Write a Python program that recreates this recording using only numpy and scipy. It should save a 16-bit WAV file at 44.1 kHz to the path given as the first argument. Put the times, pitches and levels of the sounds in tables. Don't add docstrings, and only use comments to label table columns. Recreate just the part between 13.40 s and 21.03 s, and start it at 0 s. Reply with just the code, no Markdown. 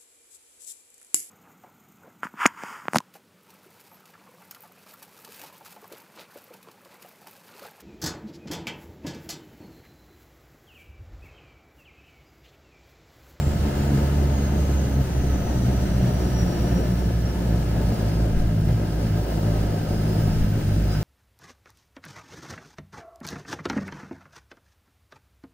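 import sys
import numpy as np
from scipy import signal
from scipy.fft import rfft, irfft
from scipy.io import wavfile

SR = 44100
rng = np.random.default_rng(int(sys.argv[2]) if len(sys.argv) > 2 else 0)


def log_audio(samples):
    frames = np.atleast_2d(samples).T
    limited = np.clip(frames, -1, 1)
    pcm = np.round(limited * 32767).astype(np.int16)
    wavfile.write(sys.argv[1], SR, pcm)


N = 336483
TIME = np.arange(N) / SR
BINS = np.fft.rfftfreq(N, 1 / SR)

# (time [s], blade-pass frequency [Hz])
BLADE_RATE = [(0, 74.17), (0.5, 71.8), (1, 71.1), (1.5, 68.27), (2, 65.7), (2.5, 63.3), (3, 61.6),
              (3.5, 60.4), (4, 59.55), (4.5, 56.92), (5, 55.65), (5.5, 55.62), (6, 54.87), (6.5, 54.23),
              (7, 53.83), (7.63, 52.63)]
# (time [s], level [dB])
AIRFLOW = [(0, -35.5), (.45, -31.5), (.9, -34), (1.7, -35), (2.3, -33), (3.3, -31.5), (3.7, -35.5),
           (4.65, -32), (5.15, -37), (6.05, -31.5), (6.45, -33.5), (6.85, -32.5), (7.1, -36.5),
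           (7.63, -36.5)]
# (time [s], half length [s], tone drop [dB], drone drop [dB])
LULL_EVENTS = [(.33, 0.031, 13, 5), (1.68, 0.042, 7, 10), (2.06, 0.031, 15, 4), (2.68, .03, 15, -2.5),
               (3.12, .04, 14, 4), (3.45, .03, 3, 7), (3.96, .05, 2, 8.5), (4.59, 0.047, 14, 0.5),
               (5.45, .04, -3, 3.5), (5.87, 0.059, 0, 10), (6.43, 0.061, 31, 3.5), (7.23, 0.038, 8, 5)]
# (time [s], half length [s], hiss lift [dB], whine lift [dB])
FLARE_EVENTS = [(2.99, .055, 0, 9), (3.88, .07, -1, 12), (7.54, 0.055, 2.5, 14)]


def gain_of(db):
    return 10 ** (np.asarray(db) / 20)


def unit_rms(x):
    return x / np.sqrt(np.mean(abs(x) ** 2) + 1e-20)


def curve(rows):
    return np.interp(TIME, *np.transpose(rows))


def spectrum_at(rows, hz):
    row_hz, db = np.transpose(rows)
    return np.interp(np.log(hz + 1), np.log(row_hz + 1), db)


def bumps(rows, column=2):
    return sum(row[column] * np.exp(-((TIME - row[0]) / row[1]) ** 2) for row in rows)


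def panned(lean_db):
    return gain_of(np.array([[.5], [-.5]]) * lean_db)


def below(x, hz):
    return signal.sosfiltfilt(signal.butter(3, hz, fs=SR, output="sos"), x)


def flutter(width_hz):
    size, control_hz = 8192, 1000
    hz = np.fft.fftfreq(size, 1 / control_hz)
    white = rng.standard_normal(size) + 1j * rng.standard_normal(size)
    slow = np.fft.ifft(white / (1 + (hz / width_hz) ** 2))
    return unit_rms(np.interp(TIME, np.arange(size) / control_hz, slow))


def inflow(common, flutter_hz):
    envelope = common + flutter(flutter_hz)
    return unit_rms(envelope / np.sqrt(.5 + abs(envelope) ** 2))


def throb(depth_db, rate_hz):
    beat = np.cos(2 * np.pi * rate_hz * TIME + np.angle(flutter(rate_hz * 0.66)))
    depth = np.tanh(np.log(gain_of(depth_db)))
    return unit_rms(1 + depth * beat)


def blade_angle():
    return 2 * np.pi * np.cumsum(curve(BLADE_RATE)) / SR


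def airflow_excess_db():
    db = curve(AIRFLOW)
    return db - db.mean()


def cabin_db(hz):
    # (frequency [Hz], width [Hz], lift [dB])
    modes = [(214, 7.3, 3), (292, 28, 4.5), (361.6, 28, 4), (542, 13, 5), (599, 28, 7), (710, 62, 7),
             (885, 15, 7), (1155, 94, -2), (1281, 38, 6), (1683, 210, 2.5), (1880, 60, -2), (2074, 63, 3.5),
             (2270, 90, 1), (2800, 150, 1)]
    return sum(db / (1 + (2 * (hz - centre) / width) ** 2) for centre, width, db in modes)


def cabin_noise(spectrum, low_hz, high_hz):
    # (frequency [Hz], part in phase [ratio], part a quarter turn ahead [ratio])
    coherence_parts = [(65, 0.92, -0.039), (152, 0.96, 0.33), (280, 0.91, -0.1), (358, 0.77, 0.48),
                       (606, 0.69, 0.42), (725, 0.18, 0.51), (855, -0.13, -0.21), (1170, -0.58, -0.28),
                       (1210, 0.62, -0.035), (1970, 0.61, -0.095), (2700, 0.033, 0.19),
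                       (4770, -0.31, 0.048), (7500, 0.0049, 0.32), (15000, -0.0018, 0.02)]
    # (frequency [Hz], left minus right [dB])
    balance = [(60, 1.5), (110, -0.5), (380, 1), (700, 2), (950, 6), (1300, 0), (1600, -2), (2300, 1),
               (3000, -1), (5000, -.7), (7000, 0.5), (12000, 0), (14500, 0)]
    left, independent = rfft(rng.standard_normal((2, N)))
    hz, in_phase, ahead = np.transpose(coherence_parts)
    coherence = np.interp(BINS, hz, in_phase - 1j * ahead)
    coherence /= np.maximum(abs(coherence), 1)
    right = coherence * left + np.sqrt(np.maximum(1 - abs(coherence) ** 2, 0)) * independent
    colour = gain_of(spectrum_at(spectrum, BINS) + cabin_db(BINS))
    ears = np.array([left, right]) * panned(spectrum_at(balance, BINS)) * colour
    mono_band = ears.mean(0) * (BINS > low_hz) * (BINS < high_hz)
    return irfft(ears, N) / np.std(irfft(mono_band, N))


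def drone_db():
    # (time [s], level [dB])
    trend = [(0, -29.5), (1.9, -29.5), (2.8, -30), (3.9, -29.5), (4.5, -27), (5.8, -29.5), (6.9, -25.5),
             (7.4, -26), (7.63, -31.5)]
    # (time [s], half length [s], lift [dB])
    booms = [(.56, .06, 8.5), (1.58, 0.034, 6), (2.25, 0.092, 5), (2.64, 0.044, 6.5), (3.04, 0.058, 7),
             (3.36, 0.032, 7), (5.27, 0.13, 5.5), (5.75, .06, 4.5), (6.08, 0.076, 4), (6.76, 0.073, 2)]
    return curve(trend) + bumps(booms) - bumps(LULL_EVENTS, column=3)


def near_propeller(throb_hz=5.5, wander_rad=.25, octave_trim_db=0.73, upper_trim_db=-0.34, sag_hz=4.2):
    # (time [s], level [dB])
    blade_push = [(0, -23.5), (.5, -25.5), (.75, -20.5), (1.3, -23), (1.8, -23.5), (2.2, -25), (3.6, -25),
                  (4.3, -25), (4.9, -24), (5.4, -29), (6.25, -27), (6.6, -32), (6.98, -26), (7.2, -34),
                  (7.48, -21), (7.63, -37)]
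    # (relative level [dB], flutter width [Hz])
    harmonics = [(-3, 7.2), (-8, 7.7), (-13, 8.5), (-13.5, 13), (-19, 2.7)]
    # (frequency [Hz], gain [dB])
    hull = [(150, 0.5), (185, 2), (200, -5), (217, 1), (238, -6.5), (285, -3), (340, -8.5), (520, -4.5)]
    angle, hz = blade_angle(), curve(BLADE_RATE)
    push = gain_of(curve(blade_push) - bumps(LULL_EVENTS)) * throb(depth_db=2.5, rate_hz=throb_hz)
    tone = push * np.cos(angle + wander_rad * flutter(4).real)
    eddy = 1.3 * inflow(common=.4, flutter_hz=5)
    boom = gain_of(octave_trim_db) * throb(depth_db=3, rate_hz=throb_hz)
    drone = boom * inflow(eddy, flutter_hz=6.7) * np.exp(2j * angle)
    for k, (db, flutter_hz) in enumerate(harmonics, 3):
        transmitted = gain_of(upper_trim_db + db + spectrum_at(hull, k * hz))
        drone += transmitted * inflow(eddy, flutter_hz) * np.exp(1j * k * angle)
    swirl = np.exp(-2j * np.pi * sag_hz * TIME)
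    return np.sqrt(2) * (tone * panned(lean_db=-1.2) + gain_of(drone_db()) * (drone * swirl).real)


def roar(chop_depth=0.13, churn_share=0.28, gust_db=1.3):
    # (frequency [Hz], relative density [dB])
    spectrum = [(15, -35), (36, -5), (68, -1), (83, 1), (98, -0.5), (120, 2.5), (190, 1.5), (240, -4.5),
                (330, -7), (460, -10), (700, -16), (900, -18.5), (1150, -23.5), (5000, -104)]
    # (time [s], rumble lift [dB])
    buffet = [(0, -1), (1, -2.5), (2, 0), (3, 1), (4, -0.5), (5, -3.5), (6, -6), (7.63, -0.5)]
    noise = cabin_noise(spectrum, low_hz=280, high_hz=1000)
    bass, body = below(noise, hz=250), below(noise, hz=760)
    flow_db = curve(AIRFLOW) + gust_db * flutter(9).real
    speed, churn_db = curve(BLADE_RATE), drone_db()
    rumble = bass * gain_of(flow_db.mean() + curve(buffet) + churn_share * (churn_db - churn_db.mean()))
    wash = body - bass + (noise - body) * speed / speed.mean()
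    chop = unit_rms(1 + chop_depth * np.cos(blade_angle()))
    return rumble + wash * gain_of(flow_db) * chop


def whistle(hz, level_db, width_hz, skirt_db, lean_db, lead_rad):
    carrier = np.exp(2j * np.pi * np.cumsum(hz) / SR)
    line = inflow(common=0.42, flutter_hz=width_hz)
    ears = [unit_rms(line * np.exp(1j * turn) + gain_of(skirt_db) * flutter(50))
            for turn in (lead_rad, 0)]
    return np.sqrt(2) * (carrier * np.array(ears)).real * gain_of(level_db) * panned(lean_db)


def near_compressor(idle_hz=4886):
    # (excess frequency [Hz], time constant [s])
    wind_down = [(514.6, .716), (2099.6, 3.211)]
    # (time [s], level [dB])
    whine = [(0, -51), (.22, -60), (.45, -53), (.82, -60), (1.0, -48), (1.14, -53), (1.32, -47.5),
             (1.62, -55), (1.82, -49.5), (2.3, -53), (2.7, -54), (3.3, -50.5), (4.1, -64), (5.35, -62),
             (6.2, -65), (6.92, -52), (7.15, -66), (7.63, -63)]
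    hz = idle_hz + sum(excess * np.exp(-TIME / settle) for excess, settle in wind_down)
    lead = 4.36 + flutter(3).real
    first_db = curve(whine) + bumps(FLARE_EVENTS, column=3)
    first = whistle(hz, first_db, width_hz=13, skirt_db=-4.5, lean_db=1.5, lead_rad=lead)
    second_db = -64 + flutter(2.5).real
    second = whistle(2 * hz, second_db, width_hz=120, skirt_db=-2, lean_db=0, lead_rad=2 * lead)
    third_hz = np.minimum(3 * hz, SR / 2)
    third = whistle(third_hz, level_db=-66, width_hz=35, skirt_db=0, lean_db=0, lead_rad=lead)
    return first + second + third


def turbine_hiss(base_db=-46.5, fade_db_per_s=0.4158, gust_db=1.05, flow_share=0.64, chop_depth=.05):
    # (frequency [Hz], relative density [dB])
    spectrum = [(300, -8), (900, 3), (1500, 6.5), (2300, 0), (2900, 2.5), (3500, -1.5), (4400, -0.5),
                (6200, -3), (7200, -6.5), (9000, -7.5), (12000, -12), (14500, -7), (15700, -9)]
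    noise = cabin_noise(spectrum, low_hz=2000, high_hz=14000)
    body = below(noise, hz=3300)
    gusty = sum(band * gain_of(gust_db * flutter(12).real) for band in (body, noise - body))
    pick_up_db = 1.5 * (1 + np.tanh((TIME - 7.1) / 0.34 + 1))
    level_db = base_db - fade_db_per_s * TIME + flow_share * airflow_excess_db()
    level_db += bumps(FLARE_EVENTS) + pick_up_db
    return gusty * gain_of(level_db) * (1 + chop_depth * np.cos(blade_angle()))


def far_propeller(level_db=-39):
    # (time [s], blade-pass frequency [Hz])
    blade_rate = [(0, 48.8), (1.5, 49.76), (3.2, 51), (5, 51.8), (7.63, 52.35)]
    carrier = np.exp(2j * np.pi * np.cumsum(curve(blade_rate)) / SR)
    tone = inflow(common=0.49, flutter_hz=0.77) * carrier
    octave = inflow(common=0.89, flutter_hz=5.4) * carrier ** 2
    return np.sqrt(2) * gain_of(level_db) * (tone + octave).real


def gearbox(base_db=-57, meshes_per_blade=28.9, resonance_hz=1650, half_width_hz=260):
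    hz = meshes_per_blade * curve(BLADE_RATE)
    ring = 1 / np.sqrt(1 + ((hz - resonance_hz) / half_width_hz) ** 2)
    return ring * whistle(hz, base_db + cabin_db(hz), width_hz=15, skirt_db=-7.5, lean_db=1, lead_rad=0)


def far_compressor(idle_hz=4893, pick_up_s=7.1, pick_up_hz_per_s=330, wobble_hz=4,
                   flow_share=0.53, grow_db_per_s=0.6, waver_db=2):
    # (time [s], level [dB])
    fundamental = [(0, -71), (2.2, -67), (3.1, -56), (3.85, -71), (4.7, -54), (5.05, -64), (5.55, -57),
                   (6.1, -56.5), (6.9, -54), (7.15, -62), (7.48, -59), (7.54, -45), (7.63, -60)]
    hz = idle_hz + pick_up_hz_per_s * np.maximum(TIME - pick_up_s, 0) + wobble_hz * flutter(0.804).real
    swell_db = flow_share * airflow_excess_db() + grow_db_per_s * (TIME - TIME.mean())
    swell_db += waver_db * flutter(3).real
    first = whistle(hz, curve(fundamental), width_hz=4.74, skirt_db=-12, lean_db=-5.5, lead_rad=2.35)
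    second = whistle(2 * hz, swell_db - 68, width_hz=13, skirt_db=-2, lean_db=10, lead_rad=1.3)
    third = whistle(3 * hz, swell_db - 59, width_hz=14, skirt_db=5, lean_db=-6, lead_rad=1.5)
    return first + second + third


def heave(between_swells_db=-40.5):
    # (frequency [Hz], relative density [dB])
    spectrum = [(3, -30), (9, -14), (18, 0), (24, -20), (34, -29), (70, -62), (300, -100)]
    # (time [s], half length [s], lift [dB])
    swells = [(4.99, 0.11, 18), (7.04, .13, 19.5)]
    return cabin_noise(spectrum, low_hz=8, high_hz=35) * gain_of(between_swells_db + bumps(swells))


def scene():
    propellers = near_propeller() + far_propeller() + gearbox()
    turbines = near_compressor() + far_compressor() + turbine_hiss()
    return propellers + turbines + roar() + heave()


def record(dry):
    edge_hz = 15800
    kernel = signal.firwin(1023, edge_hz, window=("kaiser", 9), fs=SR)
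    return signal.oaconvolve(dry, kernel[None], "same")


dry = scene()
out = record(dry)
log_audio(out)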